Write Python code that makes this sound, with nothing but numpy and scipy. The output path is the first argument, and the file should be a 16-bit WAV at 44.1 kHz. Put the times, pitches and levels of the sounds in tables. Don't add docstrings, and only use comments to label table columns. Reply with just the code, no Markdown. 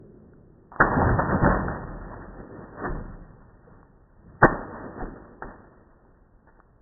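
import sys
import numpy as np
from scipy import signal
from scipy.fft import rfft, irfft, next_fast_len
from scipy.io import wavfile
from scipy.ndimage import uniform_filter1d, minimum_filter1d

SR = 44100
rng = np.random.default_rng(int(sys.argv[2]) if len(sys.argv) > 2 else 0)


def transcribe(u):
    v = np.clip(np.atleast_2d(u).T, -1, 1)
    q = np.round(v * 32767).astype(np.int16)
    wavfile.write(sys.argv[1], SR, q)


N = 300691
TIME = np.arange(N) / SR

# frequency_hz, relative_db
AIR_SPECTRUM = [(12, -12.5), (27, -2), (45, -2), (65, -8.5), (130, -13), (300, -20), (700, -25),
                (1450, -31), (1900, -37.5)]
HUM_SPECTRUM = [(60, -9.5), (130, -2), (220, -3), (290, -7.5), (370, -3), (470, -13.5), (580, -15),
                (720, -36.5)]
# start_s, level_db, pitch_hz, t60_s
WOBBLES = [(0.814, -31, 38.1, 0.91), (1.42, -19.5, 35.1, 0.27), (1.889, -34.5, 40.35, 2),
           (2.899, -27, 32, 1.1), (4.458, -22.5, 29.67, 0.39), (5.02, -25.5, 32, 0.25),
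           (5.445, -34.5, 34.7, 0.27)]
# pitch_hz, relative_db, t60_s
SKIN_MODES = [(351.8, -8.5, 0.037), (635, -9.5, 0.14), (787, -2, 0.096), (900, -3, 0.054),
              (1103, -6.5, 0.11), (1160, -18, 0.15), (1410, -6.5, 0.067), (1524, -9, 0.043),
              (1640, -13, 0.061), (1784, 0.5, 0.17)]
# frequency_hz, relative_db
FIZZ_SPECTRUM = [(400, -23), (590, 3), (690, -0.5), (800, -1), (950, -0.5), (1040, -0.5), (1250, -2),
                 (1450, -4.5), (1900, -7.5)]
SLOSH_SPECTRUM = [(130, -24.5), (200, 2), (300, 1), (360, 0.5), (440, -2), (490, 0.5), (580, -9),
                  (800, -37.5)]
GULP_SPECTRUM = [(25, -12), (45, 2.5), (62, -6), (88, 0), (120, -3), (145, -1), (190, -2.5), (280, -20.5)]
# peak_s, slosh_relative_db, swell_s, fizz_over_slosh_db, gulp_over_slosh_db
SURGES = [(0.837, -26, .012, 3, -5), (1.0, -27, 0.059, 2.5, 3.5), (1.108, -32.5, 0.045, 6, 7.5),
          (1.195, -31, 0.0073, 5, -4), (1.343, -27.5, 0.038, -1, 1), (1.459, -24.5, 0.03, 3, 3),
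          (1.68, -39, 0.044, -2, 1), (2.19, -50.5, 0.14, 3.5, -1), (2.422, -44, 0.068, -8, -11),
          (2.592, -43, 0.079, -2.5, -5), (2.856, -36, 0.058, 1.5, -9), (2.941, -44.5, 0.079, -10, 11),
          (3.74, -59, .06, 2, 0), (4.361, -60.5, 0.13, 0, 11), (4.479, -31, 0.0088, 3.5, -3.5),
          (4.871, -41.5, 0.11, -1.5, -6), (4.999, -35.5, 0.02, -4, -6), (5.432, -43, 0.0028, 1.5, -7)]
# peak_s, relative_db, pitch_hz, width_s
GURGLES = [(0.979, -16, 256, 0.0085), (1.0, -23, 816, 0.017), (1.072, -21, 85.9, 0.059),
           (1.128, -19, 120.5, 0.044), (1.35, -18.5, 196.3, 0.015), (1.44, -14.5, 129.7, 0.017),
           (1.469, -19.5, 264, 0.014), (1.47, -20.5, 577, 0.017), (2.412, -46.5, 380, 0.025),
           (2.573, -39, 306, 0.023), (2.854, -30, 1150, 0.011), (2.879, -25.5, 354.5, 0.024),
           (3.68, -41, 481, 0.005), (5.018, -33, 734, 0.012)]
# start_s, level_db, length_s
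RUBS = [(0.726, -46.5, 0.089), (0.802, -33, 0.048), (4.428, -31, 0.02)]
# start_s, relative_db, pitch_hz
TICKS = [(0.3355, -52, 1440), (1.0177, -10.5, 856), (1.0931, -16, 1480), (1.195, -11.5, 620),
         (1.446, -15, 950), (1.464, -15, 1390), (1.6838, -21, 1400), (3.7125, -49.5, 970),
         (3.8301, -43, 1090), (6.051, -53.5, 905), (6.473, -47.5, 922), (6.592, -45.5, 600),
         (6.6017, -42, 1240)]
# peak_s, level_db, width_s
SPLATS = [(0.815, -17.5, 0.0074), (1.196, -23, 0.0044), (2.229, -45.5, .012), (2.854, -31.5, 0.015),
          (4.444, -11, 0.011), (5.011, -38.5, 0.01), (5.432, -38, 0.0066), (6.488, -56.5, 0.01),
          (6.564, -67, 0.049)]
# start_s, level_db, pitch_hz
SMACKS = [(0.7189, -31.5, 922), (0.762, -24.5, 1170), (0.8022, -7, 560), (0.8042, -8.5, 1500),
          (0.8091, -3, 1580), (0.8107, -3.5, 1430), (0.8152, -3, 1153), (0.8228, -6, 1450),
          (4.4275, -15.5, 804), (4.4302, -4, 1130), (4.4329, -3.5, 1460), (4.4389, 0.5, 336),
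          (4.4450, 5.5, 414), (4.4495, -19, 1610), (4.4513, 1, 510), (4.4570, -16.5, 1110),
          (4.4625, -14.5, 750), (5.4222, -20.5, 743), (5.4247, -23.5, 1390)]


def from_db(db):
    return 10 ** (np.asarray(db) / 20)


def bell(offset, width):
    return np.exp(-.5 * np.minimum(np.abs(offset) / width, 10) ** 2)


def dying(age, t60_s):
    return from_db(-60 * age / t60_s)


def ring(start_s, hz, t60_s):
    out, first = np.zeros(N), int(start_s * SR) + 1
    age = TIME[first:first + int(1.5 * t60_s * SR)] - start_s
    out[first:first + len(age)] = np.sin(2 * np.pi * hz * age) * dying(age, t60_s)
    return out


def grains(per_s, spread_db):
    sizes = from_db(spread_db * np.minimum(rng.exponential(1, N), 4)) * rng.choice([-1, 1], N)
    return sizes * (rng.random(N) < per_s / SR)


def filtered(x, gain_at):
    size = next_fast_len(N, real=True)
    hz = np.arange(size // 2 + 1) * SR / size
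    return irfft(rfft(x, size) * gain_at(hz), size)[..., :N]


def low_pass(x, edge_hz):
    return filtered(x, lambda hz: 1 / np.sqrt(1 + (hz / edge_hz) ** 240))


def coloured(x, spectrum):
    points_hz, db = np.transpose(spectrum)

    def gain_at(hz):
        octave, points = np.log2(hz + 1), np.log2(points_hz)
        beyond = np.abs(octave - np.clip(octave, points[0], points[-1]))
        return from_db(np.interp(octave, points, db) - 36 * beyond)
    shaped = filtered(x, gain_at)
    return shaped / np.sqrt(np.mean(shaped ** 2) + 1e-20)


def steadied(x, span_s):
    return x / np.sqrt(uniform_filter1d(x ** 2, max(int(span_s * SR), 8)) + 1e-6)


def air(level_db):
    return from_db(level_db) * steadied(coloured(rng.standard_normal(N), AIR_SPECTRUM), span_s=0.16)


def hum(start_db, fade_db_per_s, rest_db):
    fade = from_db(start_db - fade_db_per_s * TIME) + from_db(rest_db)
    return fade * steadied(coloured(rng.standard_normal(N), HUM_SPECTRUM), span_s=0.037)


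def wobble():
    return sum(from_db(db) * ring(start_s, hz, t60_s) for start_s, db, hz, t60_s in WOBBLES)


def skin(push):
    out = 0
    for hz, db, t60_s in SKIN_MODES:
        radius = dying(1 / SR, t60_s)
        feedback = [1, -2 * radius * np.cos(2 * np.pi * hz / SR), radius * radius]
        out = out + from_db(db) * signal.lfilter([1 - radius, 0, radius - 1], feedback, push + 1e-18)
    return out


def churn(per_s, spectrum, span_s, skin_db):
    splashes = grains(per_s, spread_db=0.5)
    through_skin = splashes + from_db(skin_db) * skin(splashes)
    return steadied(coloured(through_skin, spectrum), span_s)


def lurch(spread_db=2, per_s=30):
    steps = rng.standard_normal(size=1000)
    return from_db(spread_db * np.interp(TIME * per_s, np.arange(len(steps)), steps))


def surging():
    t, power = TIME[::64], 0
    lasts = np.array([[0.9], [1], [1.18]])
    for peak_s, db, swell_s, fizz_db, gulp_db in SURGES:
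        levels = from_db([[db + fizz_db], [db], [db + gulp_db]])
        rise = bell(np.minimum(t - peak_s, 0), swell_s)
        age = np.maximum(t - peak_s, 0)
        collapse = dying(age, t60_s=0.78 * lasts)
        rocking = from_db(-13.5) * dying(age, t60_s=3.19 * lasts)
        power = power + (levels * rise * np.hypot(collapse, rocking)) ** 2
    return [np.interp(TIME, t, np.sqrt(layer)) * lurch() for layer in power]


def water(fizz_db, slosh_db, gulp_db):
    fizz = from_db(fizz_db) * churn(per_s=2500, spectrum=FIZZ_SPECTRUM, span_s=0.044, skin_db=-5)
    slosh = from_db(slosh_db) * churn(per_s=1200, spectrum=SLOSH_SPECTRUM, span_s=0.076, skin_db=-6.5)
    gulp = from_db(gulp_db) * churn(per_s=500, spectrum=GULP_SPECTRUM, span_s=0.074, skin_db=-14)
    return sum(strength * layer for strength, layer in zip(surging(), (fizz, slosh, gulp)))


def gurgles(gain_db):
    out = np.zeros(N)
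    for peak_s, db, hz, width_s in GURGLES:
        near = np.abs(TIME - peak_s) < 10 * width_s
        offset = TIME[near] - peak_s
        out[near] += from_db(db + gain_db) * bell(offset, width_s) * np.sin(2 * np.pi * hz * offset)
    return out


def rub(attack_s=0.0048, release_s=0.0052):
    slips = grains(per_s=2500, spread_db=1.5)
    pressure = 0
    for start_s, db, length_s in RUBS:
        rise = bell(np.minimum(TIME - start_s, 0), attack_s)
        fall = bell(np.maximum(TIME - start_s - length_s, 0), release_s)
        pressure = pressure + from_db(db) * rise * fall
    return pressure * coloured(slips, [(60, -4.0), (400, -5.0), (1000, 8.5), (1900, -8.5)])


def slaps(skin_db, tick_gain_db):
    smacks = sum(from_db(db) * ring(s, hz, t60_s=0.01 * (hz / 1000) ** 0.55) for s, db, hz in SMACKS)
    ticks = sum(from_db(db + tick_gain_db) * ring(s, hz, t60_s=0.0092) for s, db, hz in TICKS)
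    bursts = sum(from_db(db) * bell(TIME - peak_s, width_s) for peak_s, db, width_s in SPLATS)
    spray = coloured(grains(per_s=3000, spread_db=3), [(100, 0.94), (600, -0.42), (1900, -2.5)])
    contact = smacks + ticks + bursts * steadied(spray, span_s=0.013)
    return contact + from_db(skin_db) * skin(contact)


def scene():
    balloon = slaps(skin_db=4.5, tick_gain_db=3.5)
    balloon += water(fizz_db=-1.4, slosh_db=0.1, gulp_db=-0.42)
    balloon += gurgles(gain_db=-4) + rub() + wobble()
    background = air(level_db=-57.5) + hum(start_db=-48.5, fade_db_per_s=13.5, rest_db=-76.5)
    return (balloon + background)[None]


def record(dry):
    dull = low_pass(dry, edge_hz=1900)
    ceiling = 1.03
    allowed = ceiling / np.maximum(np.abs(dull), ceiling)
    gain = uniform_filter1d(minimum_filter1d(allowed, size=221), size=201)
    return low_pass(np.clip(dull * gain, -1, 1), edge_hz=16000)


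dry = scene()
out = record(dry)
transcribe(out)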